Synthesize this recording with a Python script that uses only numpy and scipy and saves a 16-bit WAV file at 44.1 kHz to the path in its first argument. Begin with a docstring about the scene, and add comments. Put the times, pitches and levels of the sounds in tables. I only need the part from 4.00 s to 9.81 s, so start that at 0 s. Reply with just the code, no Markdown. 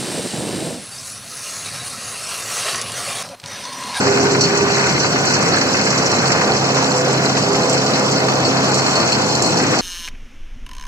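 """In an open field a tractor-driven grain thresher runs, heard from a few steps away while walking along it.
Hums sit on orders of the shaft speed, the housing howls and pulleys whine; fan and drum are shaped noise.
Stalks rustle as dense tiny impacts with snaps and knocks, and the fan blows chaff and dust.
Grain hisses over steel sieves as three bands of impacts, and landing handfuls ping the steel's modes."""
import sys
import numpy as np
from scipy import signal
from scipy.fft import rfft, irfft, next_fast_len
from scipy.io import wavfile
from scipy.ndimage import uniform_filter1d, minimum_filter1d, map_coordinates

SR = 44100
rng = np.random.default_rng(int(sys.argv[2]) if len(sys.argv) > 2 else 0)


def master_out(mix):
    """Clip the mix to full scale and print it as 16-bit PCM to the path in sys.argv[1]."""
    frames = np.transpose(np.atleast_2d(mix))
    ceiling = np.clip(frames, -1, 1)
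    pcm = np.round(ceiling * 32767).astype(np.int16)
    wavfile.write(sys.argv[1], SR, pcm)


N = 256216

# flow of grain on the sieves: time_s, level_db (before each layer's own trim)
GRAIN_FLOW = [(0, -20), (.65, -21.5), (.8, -18.5), (1.15, -21.5), (1.3, -19), (1.55, -20), (2.1, -19.5),
              (2.35, -21), (3.2, -21.5), (3.95, -21.5), (4.3, -22), (4.68, -21), (4.8, -19.5), (5.5, -20.5),
              (5.8, -21)]
# modes of the steel sieve: pitch_hz, level_db (relative), t60_s, facing_s (listener faces that part),
# pan_db (left minus right)
SIEVE_MODES = [(2510, -12.5, 0.24, 6.8, -10), (4180, -14, 0.086, 2, -11), (4340, 2.5, 0.11, 5.2, 0),
               (4440, -1, .2, 0.64, -2.5), (4540, -3, .1, 4.3, 6), (5470, -3, 0.041, 3.8, 0),
               (5470, -4.5, .05, 2.4, 8), (5820, 1, 0.071, 0.87, 7), (6930, -5, .035, 2.5, 0),
               (7510, -1.5, 0.04, 6.8, -1)]
# borders between large, medium and small grain, large being lowest: edge_hz
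GRAIN_EDGES_HZ = [5380, 6570]


def amp(db):
    """Decibels to gain."""
    return 10 ** (np.asarray(db) / 20)


def unit(x):
    """Scale to rms 1."""
    return x / np.sqrt(np.mean(x ** 2) + 1e-20)


def along(points, hz):
    """Read (frequency, value) points on a log frequency axis."""
    f, v = np.transpose(points)
    return np.interp(np.log(hz + 1), np.log(f + 1), v)


def curves(rows):
    """One value per sample for each column after the time."""
    s, *cols = np.transpose(rows)
    return [np.interp(np.arange(N) / SR, s, c) for c in cols]


def wobble(rate):
    """A smooth random curve through rate random knots a second."""
    coarse = np.arange(0, N, 32)
    knots = rng.standard_normal(2048)
    curve = map_coordinates(knots, [coarse * rate / SR], mode="wrap")
    return np.interp(np.arange(N), coarse, curve)


def filtered(x, response):
    """Multiply the spectrum of x by a response of frequency."""
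    m = next_fast_len(N + SR // 4)
    return irfft(rfft(x, m) * response(np.fft.rfftfreq(m, 1 / SR)), m)[..., :N]


def casing(hz):
    """Gain of the sheet-metal casing, raised at its resonances."""
    # casing resonances: centre_hz, width_hz, boost_db
    resonances = [(104.5, 8.1, 11.5), (211, 8.6, 6.5), (772, 29, 2.5), (1030, 57, 4), (1169, 7.5, 10),
                  (1430, 6.8, 6.5), (2114, 56, 5), (2547, 305, 7.5)]
    return amp(sum(db / (1 + (2 * (hz - centre) / width) ** 2) for centre, width, db in resonances))


def ports(pair, spectrum):
    """Colour two unrelated signals and blend them into left and right, so low bands are more alike."""
    # likeness of the two microphone ports: pitch_hz, likeness (0 to 1)
    likeness = [(40, .75), (100, .92), (200, .91), (400, .74), (800, .68), (1200, .48), (2000, .45),
                (2800, .7), (3350, .85), (3750, .85), (4000, .35), (8000, .15)]

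    def response(hz):
        blend = np.arccos(np.clip(along(likeness, hz), -1, 1)) / 2
        return amp(along(spectrum, hz)) * casing(hz) * [np.cos(blend), np.sin(blend)]

    mid, side = filtered(pair, response)
    return unit(np.array([mid + side, mid - side]))


def patter(rate, spread_db, life_s):
    """Countless tiny impacts: puffs of noise of random size, each falling to 1/e in life_s."""
    sizes = amp(spread_db * np.clip(rng.standard_normal(N), -2, 2))
    hits = (rng.random(N) < rate / SR) * sizes
    power = signal.lfilter([1], [1, -np.exp(-2 / (life_s * SR))], hits ** 2)
    return unit(np.sqrt(power) * rng.standard_normal((2, N)))


def clatter(count, low_hz, high_hz, t60_s, spread_db):
    """Single hard impacts of random size, each ringing briefly at two pitches of its own."""
    n = np.arange(SR // 80)
    start = rng.integers(0, N, (count, 1))
    size = amp(spread_db * np.minimum(rng.exponential(size=(count, 1)), 3))
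    hz = rng.uniform(low_hz, high_hz, (2, count, 1))
    ring = size * amp(-60 * n / SR / t60_s) * np.sin(2 * np.pi * hz * n / SR).sum(axis=0)
    bearing = 2 * np.pi * rng.random((count, 1))
    where = (start + n).ravel()
    pair = [np.bincount(where, (ring * way(bearing)).ravel(), N)[:N] for way in (np.cos, np.sin)]
    return unit(np.array(pair))


def blows(rows, t60_s):
    """Power over time of (time, dB) bursts that start within milliseconds and die away in t60_s."""
    t = np.arange(SR // 4) / SR
    attack = 1 - np.exp(-t / 0.0007)
    power = np.zeros(N + SR)
    for s, db in rows:
        power[round(s * SR):][:len(t)] += (amp(db - 60 * t / t60_s) * attack) ** 2
    return power[:N]


def fan():
    """Fan rumble: shaped noise at one mean level, swaying a little with its eddies."""
    # fan spectrum: pitch_hz, density_db (shape only)
    fan_spectrum = [(20, -57), (45, -44), (62, -22), (80, -11), (105, -10.5), (150, -1), (210, -1),
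                    (260, 0), (350, -1), (500, -3.5), (900, -44)]
    sway_db = wobble(5) + 0.9 * wobble(22)
    return amp(-22.5 + sway_db) * ports(rng.standard_normal((2, N)), fan_spectrum)


def drum(angle):
    """Drum roar: dense impacts chopped a little by the passing beaters."""
    # drum spectrum: pitch_hz, density_db (shape only)
    drum_spectrum = [(200, -30), (350, -4), (480, -2), (650, 4), (850, 2.5), (1050, -3), (1400, -5),
                     (2200, -31), (4000, -65)]
    # drum roar as the listener walks past: time_s, level_db (before a 1 dB cut)
    roar = [(0, -23), (1.8, -25), (2.3, -21), (2.8, -21), (3.6, -21), (5, -20), (5.8, -22.5)]
    roar_db, = curves(roar)
    chop = 1 + 0.13 * np.cos(4 * angle) + 0.06 * np.cos(angle)
    impacts = chop * patter(rate=1900, spread_db=1.5, life_s=0.0028)
    return amp(roar_db - 1 + 0.56 * wobble(6)) * ports(impacts, drum_spectrum)


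def chaff():
    """The fan blows out an even stream of husks, with a diffuse hiss of dust on top."""
    # spectra of husks and dust: pitch_hz, density_db (shape only)
    husk_spectrum = [(1500, -26), (2000, -14), (2700, -6), (3100, -1), (3500, 2), (3800, 1), (4300, -14),
                     (6000, -40)]
    dust_spectrum = [(7500, -53), (9000, 2.5), (12000, 1), (15000, -11)]
    # strength of the husk stream: time_s, level_db
    stream = [(0, -33), (2, -32.5), (3.4, -31.5), (5.8, -31)]
    stream_db, = curves(stream)
    husk_patter = patter(rate=2500, spread_db=4, life_s=0.005)
    dust_patter = patter(rate=3000, spread_db=3, life_s=0.004)
    husks = amp(stream_db + 1.1 * wobble(30)) * ports(husk_patter, husk_spectrum)
    dust = amp(-30 + 0.8 * wobble(8)) * ports(dust_patter, dust_spectrum)
    return husks + dust


def hum(angle):
    """Sines on shaft orders, fading and fluttering as the load varies and the listener moves."""
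    # the four strongest hums: time_s, fourth_db, eighth_db, fifteenth_db, twentieth_db (shaft orders)
    drones = [(0, -25, -28, -27, -41), (.2, -29.5, -28, -32, -33), (.42, -27, -32, -46, -39),
              (.6, -34.5, -32, -43, -39), (.82, -26.5, -36, -35, -31), (1.05, -32, -33, -41, -37),
              (1.5, -30, -32, -34, -39), (1.7, -36, -28.5, -35, -38), (1.92, -25.5, -29, -28, -38),
              (2.1, -33, -34, -33, -41), (2.3, -23.5, -42, -35, -42), (2.47, -35, -42, -31, -37),
              (2.6, -27, -45, -33, -40), (2.8, -28, -26, -29, -33), (3, -27, -30.5, -22, -34),
              (3.38, -27.5, -26, -36, -33), (3.65, -28.5, -29.5, -23, -32), (3.8, -23, -25.5, -29, -37),
              (3.95, -32, -28, -26, -35), (4.2, -24.5, -30.5, -28.5, -40), (4.6, -26.5, -27.5, -28.5, -34),
              (4.9, -27, -29, -35, -37), (5.1, -32, -38, -27, -36), (5.25, -29, -34, -27, -37),
              (5.58, -29, -30, -31, -38), (5.8, -33, -29, -30, -33)]
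    # weaker hums of the drive: order (multiple of shaft speed), level_db (before the swell below)
    weak_orders = [(5, -38), (6, -39), (10, -38), (11, -55), (13, -37), (14, -45), (16, -36), (17, -40),
                   (18, -41), (21, -42), (23, -39.5), (28, -44.5)]
    # swell of the weaker hums along the machine: time_s, gain_db
    weak_swell = [(0, 3), (.6, 1.5), (2.4, 5), (2.8, 2), (3.55, 4), (4.3, 4.5), (5, -0.5), (5.8, -6)]
    swell_db, = curves(weak_swell)
    orders = list(zip((4, 8, 15, 20), curves(drones)))
    orders += [(order, db + swell_db) for order, db in weak_orders]
    out = np.zeros((2, N))
    for order, db in orders:
        flutter_db = 0.4 * wobble(3) + 2 * wobble(19) - 1
        phase = order * angle + 2 * np.pi * rng.random() + 0.1 * np.sqrt(order) * wobble(15)
        # each side drifts slowly in phase on its own
        drift = 0.041 * order * np.array([wobble(1.0), wobble(0.99)])
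        out += amp(db + flutter_db) * np.sqrt(2) * np.sin(phase + drift)
    return out


def howl(angle):
    """The housing sings on shaft orders in rough swells; the pulleys whine on two rough tones."""
    # howl swells: start_s, length_s, level_db
    howl_swells = [(0.045, 0.12, -19), (0.234, 0.099, -19.5), (0.374, 0.049, -23), (0.473, 0.06, -21.5),
                   (0.585, 0.1, -21), (0.75, 0.046, -25), (2.69, 0.45, -30.5), (3.445, 0.13, -23.5),
                   (4.003, 0.21, -31)]
    # howl tones: order (multiple of shaft speed), level_db (relative)
    tones = [(11, -11), (12, 1), (20, -26), (23, -21), (28, -24.5)]
    # thin whine of the belt pulleys: time_s, level_db
    pulleys = [(0, -27.5), (.5, -32.5), (1.2, -27.5), (1.6, -38), (5.8, -34)]
    rise_s, fall_s, rest_db = 0.022, 0.12, -37.5
    flutter_db, flutter_rate, jitter_rad = 2, 45, 0.3
    t = np.arange(N) / SR
    level = np.full(N, amp(rest_db))
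    for s, length, db in howl_swells:
        rise = (t - s) / rise_s
        fall = 1 - (t - s - length) / fall_s
        level += amp(db) * np.clip(np.minimum(rise, fall), 0, 1)
    voice = np.zeros(N)
    for order, db in tones:
        strength = amp(db + flutter_db * wobble(flutter_rate))
        voice += strength * np.sin(order * angle + jitter_rad * wobble(flutter_rate))
    whine_db, = curves(pulleys)
    low = np.sin(28 * angle + 0.5 * wobble(25))
    high = np.sin(43.8 * angle + 1.3 * wobble(70))
    whine = amp(whine_db + 4 * wobble(30.57)) * (amp(-4.5) * low + high)
    return (level * voice + whine) * amp([[-2.5], [2]])  # panned to the right


def stalks(angle):
    """Dry stalks rustle, more once every turn, and snap; stems knock as bursts and loose sheet rattles."""
    # crop going through the beaters, in swelling armfuls: time_s, level_db (before a 2.5 dB cut)
    armfuls = [(0, -22.5), (.64, -23), (.77, -17), (.9, -20.5), (1.1, -24), (1.3, -21.5), (1.44, -19),
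               (1.65, -22.5), (2.2, -21.5), (2.38, -20), (2.55, -23.5), (2.8, -23), (3.25, -24),
               (3.85, -25), (4, -23), (4.35, -26), (5.02, -21), (5.25, -24.5), (5.5, -26), (5.62, -22),
               (5.8, -23)]
    # pods and thick stems knocking in the drum: start_s, level_db
    knocks = [(.0618, -24), (.172, -19), (.347, -14.5), (.549, -19), (.808, -24), (1.045, -16),
              (1.158, -15.5), (1.425, -21), (1.613, -14.5), (1.7415, -14), (1.796, -16), (1.864, -15),
              (1.928, -17), (2.129, -17), (2.202, -21), (2.412, -15), (2.537, -22), (2.769, -16),
              (3.135, -20), (3.246, -20), (3.368, -18), (3.544, -19), (3.9, -25), (3.961, -27),
              (4.283, -18), (4.566, -20), (5.014, -21), (5.601, -18.5), (5.735, -17)]
    # stalk spectrum: pitch_hz, density_db (shape only)
    stalk_spectrum = [(500, -20), (900, -3), (1200, 0.5), (1600, 1), (2000, -1.5), (2600, -8), (3000, -11),
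                      (3500, -30.5), (4200, -6), (9000, -45)]
    feed_db, = curves(armfuls)
    clumps_db = 1.15 * wobble(30) + 0.5 * wobble(9)
    feed = amp(feed_db - 2.5 + clumps_db)
    rustle = patter(rate=4000, spread_db=0.5, life_s=0.0093) * (1 + 0.065 * np.cos(angle))
    snaps = clatter(count=1500, low_hz=946, high_hz=3700, t60_s=0.026, spread_db=5.5)
    rattle = clatter(count=350, low_hz=700, high_hz=2800, t60_s=0.03, spread_db=4)
    hard = amp(-6) * ports(snaps, stalk_spectrum) + amp(-9) * ports(rattle, stalk_spectrum)
    rustle_level = np.sqrt(feed ** 2 + blows(knocks, t60_s=0.12))
    return rustle_level * ports(rustle, stalk_spectrum) + feed * hard


def facing(s, best_s):
    """Loss in dB of a sieve mode when the listener is not level with the part that radiates it."""
    most_db, width_s = 11.5, 1.06
    return most_db * (np.exp(-((s - best_s) / width_s) ** 2) - 1)


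def ringing():
    """Grain sliding over the steel keeps each mode shimmering, as a narrow band of noise."""
    ring_db, width_hz = -14, 130
    flow_db, = curves(GRAIN_FLOW)
    t = np.arange(N) / SR
    out = np.zeros((2, N))
    for hz, db, _, best_s, pan_db in SIEVE_MODES:
        noise = rng.standard_normal((2, N))
        band = unit(filtered(noise, lambda f: 1 / (1 + ((f - hz) / width_hz) ** 2)))
        pan = amp([[pan_db / 2], [-pan_db / 2]])
        out += amp(flow_db + ring_db + db + facing(t, best_s)) * pan * band
    return out


def handfuls():
    """Rows of time and large, medium, small grain dB: heavy landings plus light ones scattered among them."""
    # heaviest handfuls landing on the sieves: start_s, large_db, medium_db, small_db
    heavy = [(.172, -31, -31, -24), (.4083, -18.5, -12, -13), (.437, -17.5, -19, -21),
             (.572, -29, -21, -18), (.892, -32, -27, -27), (1.0001, -24, -23.5, -31),
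             (1.121, -24, -26, -24), (1.2516, -35, -25, -20), (1.268, -21, -22, -25),
             (1.3404, -25, -17, -29), (1.5337, -18.5, -25, -32), (1.6135, -26, -23, -30),
             (1.767, -20, -26, -32), (1.8706, -24, -23, -25), (1.903, -25, -17, -21),
             (2.058, -28, -17, -23), (2.1147, -24, -19, -24), (2.2557, -20, -28, -25),
             (2.318, -22, -20, -18), (2.591, -31, -25, -32), (2.64, -27, -23, -32), (2.745, -24, -31, -22),
             (2.777, -31, -19, -26), (2.8434, -28, -25, -23), (2.976, -36, -33, -19),
             (3.253, -21, -31, -17), (3.368, -25, -22.5, -30), (3.553, -29, -34, -23),
             (3.6955, -27, -24, -15), (3.727, -24, -24, -16), (3.7758, -19.5, -26, -27),
             (3.8636, -21.5, -24, -25), (3.955, -23, -23, -33), (3.993, -31, -22, -23),
             (4.117, -24, -29, -21), (4.284, -23, -35, -23), (4.349, -34, -36, -25),
             (4.4498, -19.5, -34, -28), (4.6597, -32, -26, -29), (4.742, -23, -19, -14),
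             (4.782, -36, -21, -27), (4.8633, -21.5, -27, -17), (4.955, -19, -27, -20),
             (5.1205, -17, -27, -18), (5.35, -30, -25, -16), (5.4215, -31, -21, -11.5),
             (5.44, -28, -32, -21), (5.459, -25, -33, -15), (5.503, -38, -31, -20), (5.5697, -26, -17, -22),
             (5.746, -33, -22, -29), (5.787, -32, -21, -29)]
    count, light_db, spread_db = 40, -27, 5
    draws = rng.random((count, 4))
    slot_s = N / SR / count
    light = []
    for k, row in enumerate(draws):
        levels_db = light_db + spread_db * (2 * row[1:] - 1)
        light.append(((k + row[0]) * slot_s, *levels_db))
    return list(heavy) + light


def sieves(landings):
    """Three sizes of grain slide and hiss with each landing handful; single kernels tick on the steel."""
    # grain spectrum: pitch_hz, density_db (shape only)
    grain_spectrum = [(2000, -19), (3000, -0.5), (3600, -20), (4000, 4), (4400, 1.5), (5000, 2.5),
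                      (5700, -0.5), (6400, -3), (7400, -1), (8000, -4.5), (10000, -2.5), (12000, -4),
                      (15000, -22)]
    # share of large, medium and small grain in the flow: level_db
    size_db = [-11, -8.5, -8]
    # the housing hides the top of the sieves' sound: pitch_hz, gain_db
    shield = [(8200, 0), (9000, -4)]
    shake_hz, shake_peak_s, shake_db = 7.2, 0.064, 1
    flow_db, = curves(GRAIN_FLOW)
    flow_db = flow_db + shake_db * np.cos(2 * np.pi * shake_hz * (np.arange(N) / SR - shake_peak_s))

    def above(hz, edge):
        return 1 / (1 + (edge / (hz + 100)) ** 20)

    low, high = GRAIN_EDGES_HZ
    shares = [
        lambda hz: 1 - above(hz, low),
        lambda hz: above(hz, low) * (1 - above(hz, high)),
        lambda hz: above(hz, high),
    ]
    kernels = clatter(count=2000, low_hz=3856, high_hz=9520, t60_s=0.024, spread_db=4.5)
    out = amp(flow_db - 8) * ports(kernels, grain_spectrum)
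    for k, share in enumerate(shares):
        # grain comes unevenly from the drum
        uneven_db = 0.3 * wobble(5.38) + 2 * wobble(55)
        sliding = amp(flow_db + size_db[k] + uneven_db)
        splashes = blows([(s, dbs[k]) for s, *dbs in landings], t60_s=0.11)
        level = np.sqrt(sliding ** 2 + splashes)
        crowd = ports(patter(rate=3400, spread_db=5, life_s=0.0032), grain_spectrum)
        out = out + level * unit(filtered(crowd, lambda hz: np.sqrt(share(hz))))
    return filtered(out, lambda hz: amp(along(shield, hz)))


def pings(landings):
    """Each handful rings the steel at new strengths: large grain the low modes, small grain the high ones."""
    ping_db, spread_db = 4.5, 2
    t = np.arange(SR // 4) / SR
    attack = 1 - np.exp(-t / 0.0014)
    rings = np.zeros((2, N + SR))
    hz, mode_db, t60_s, best_s, pan_db = np.transpose(SIEVE_MODES)[:, :, None]
    shape = (2, len(SIEVE_MODES), 1)  # side, mode, time
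    pan = np.array([pan_db, -pan_db]) / 2
    for s, *dbs in landings:
        blow_db = np.array(dbs)[np.searchsorted(GRAIN_EDGES_HZ, hz)]
        random_db = spread_db * rng.standard_normal(shape)
        strength_db = ping_db + mode_db + blow_db + facing(s, best_s) + pan + random_db
        waves = np.sin(2 * np.pi * (hz * t + rng.random(shape)))
        modes = amp(strength_db) * amp(-60 * t / t60_s) * waves
        rings[:, round(s * SR):][:, :len(t)] += attack * modes.sum(axis=1)
    return rings[:, :N]


def scene():
    """Every layer of the thresher, a little to the right, so its sound reaches that port first."""
    # shaft speed: time_s, speed_hz (turns per second)
    shaft = [(0, 33.6), (.6, 33.7), (1.7, 33.55), (2.8, 33.56), (3.2, 33.48), (5.05, 33.55), (5.35, 33.45),
             (5.8, 33.53)]
    # balance of all but the sieves as the listener turns: time_s, balance_db (left minus right)
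    balance = [(0, 2.5), (2, 1.5), (3.6, 1.5), (5.8, 3)]
    # balance between the ports: pitch_hz, balance_db (left minus right)
    port_balance = [(60, -2.5), (300, -2), (550, -3), (900, -3.5), (1500, -2), (2500, 0.6), (3400, -1),
                    (4400, 0), (5200, -2), (7000, -3.5), (8000, 3.5), (10000, 3.5)]
    # phase between the ports: pitch_hz, left_lead_rad (negative when the right leads)
    port_lead = [(50, 0), (300, -.1), (450, -.4), (800, -.4), (1100, -1), (1640, -1.8), (2400, -2.9),
                 (2800, -3.2), (3800, -3.15), (4450, -5.8), (5300, -3.9), (6500, -5.8), (7600, -9)]
    speed, = curves(shaft)
    balance_db, = curves(balance)
    angle = 2 * np.pi * np.cumsum(speed + 0.024 * wobble(5.89)) / SR
    side = np.array([[0.5], [-0.5]])
    landings = handfuls()
    body = fan() + drum(angle) + chaff() + hum(angle) + howl(angle) + stalks(angle)
    steel = ringing() + sieves(landings) + pings(landings)
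    machine = amp(side * balance_db) * body + steel

    def between_ports(hz):
        return amp(side * along(port_balance, hz)) * np.exp(1j * side * along(port_lead, hz))

    return filtered(machine, between_ports)


def limit(x):
    """Turn the gain down smoothly around any peak over the limit."""
    ceiling, window_s = 0.85, 0.004
    size = round(window_s * SR)
    needed = np.minimum(1, ceiling / (np.abs(x).max(axis=0) + 1e-9))
    return x * uniform_filter1d(minimum_filter1d(needed, 2 * size), size)


def record(dry):
    """A narrow band shared by both sides drops out, treble steps down, peaks are limited, the top ends."""
    # gain of what both sides share, hollow near 3.5 kHz: pitch_hz, gain_db
    shared_gain = [(3250, 0), (3330, -5), (3400, -42), (3680, -42), (3780, -8), (3950, 0)]
    # overall response, stepping down above 8 kHz: pitch_hz, gain_db
    treble_step = [(8000, 0), (8130, -8), (8250, -31), (8850, -31), (9050, -20), (15000, -21)]
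    common = dry.mean(axis=0)
    pair = dry - common + filtered(common, lambda hz: amp(along(shared_gain, hz)))
    coloured = filtered(pair, lambda hz: amp(along(treble_step, hz)))
    return filtered(limit(coloured), lambda hz: hz < 15000)


dry = scene()
out = record(dry)
master_out(out)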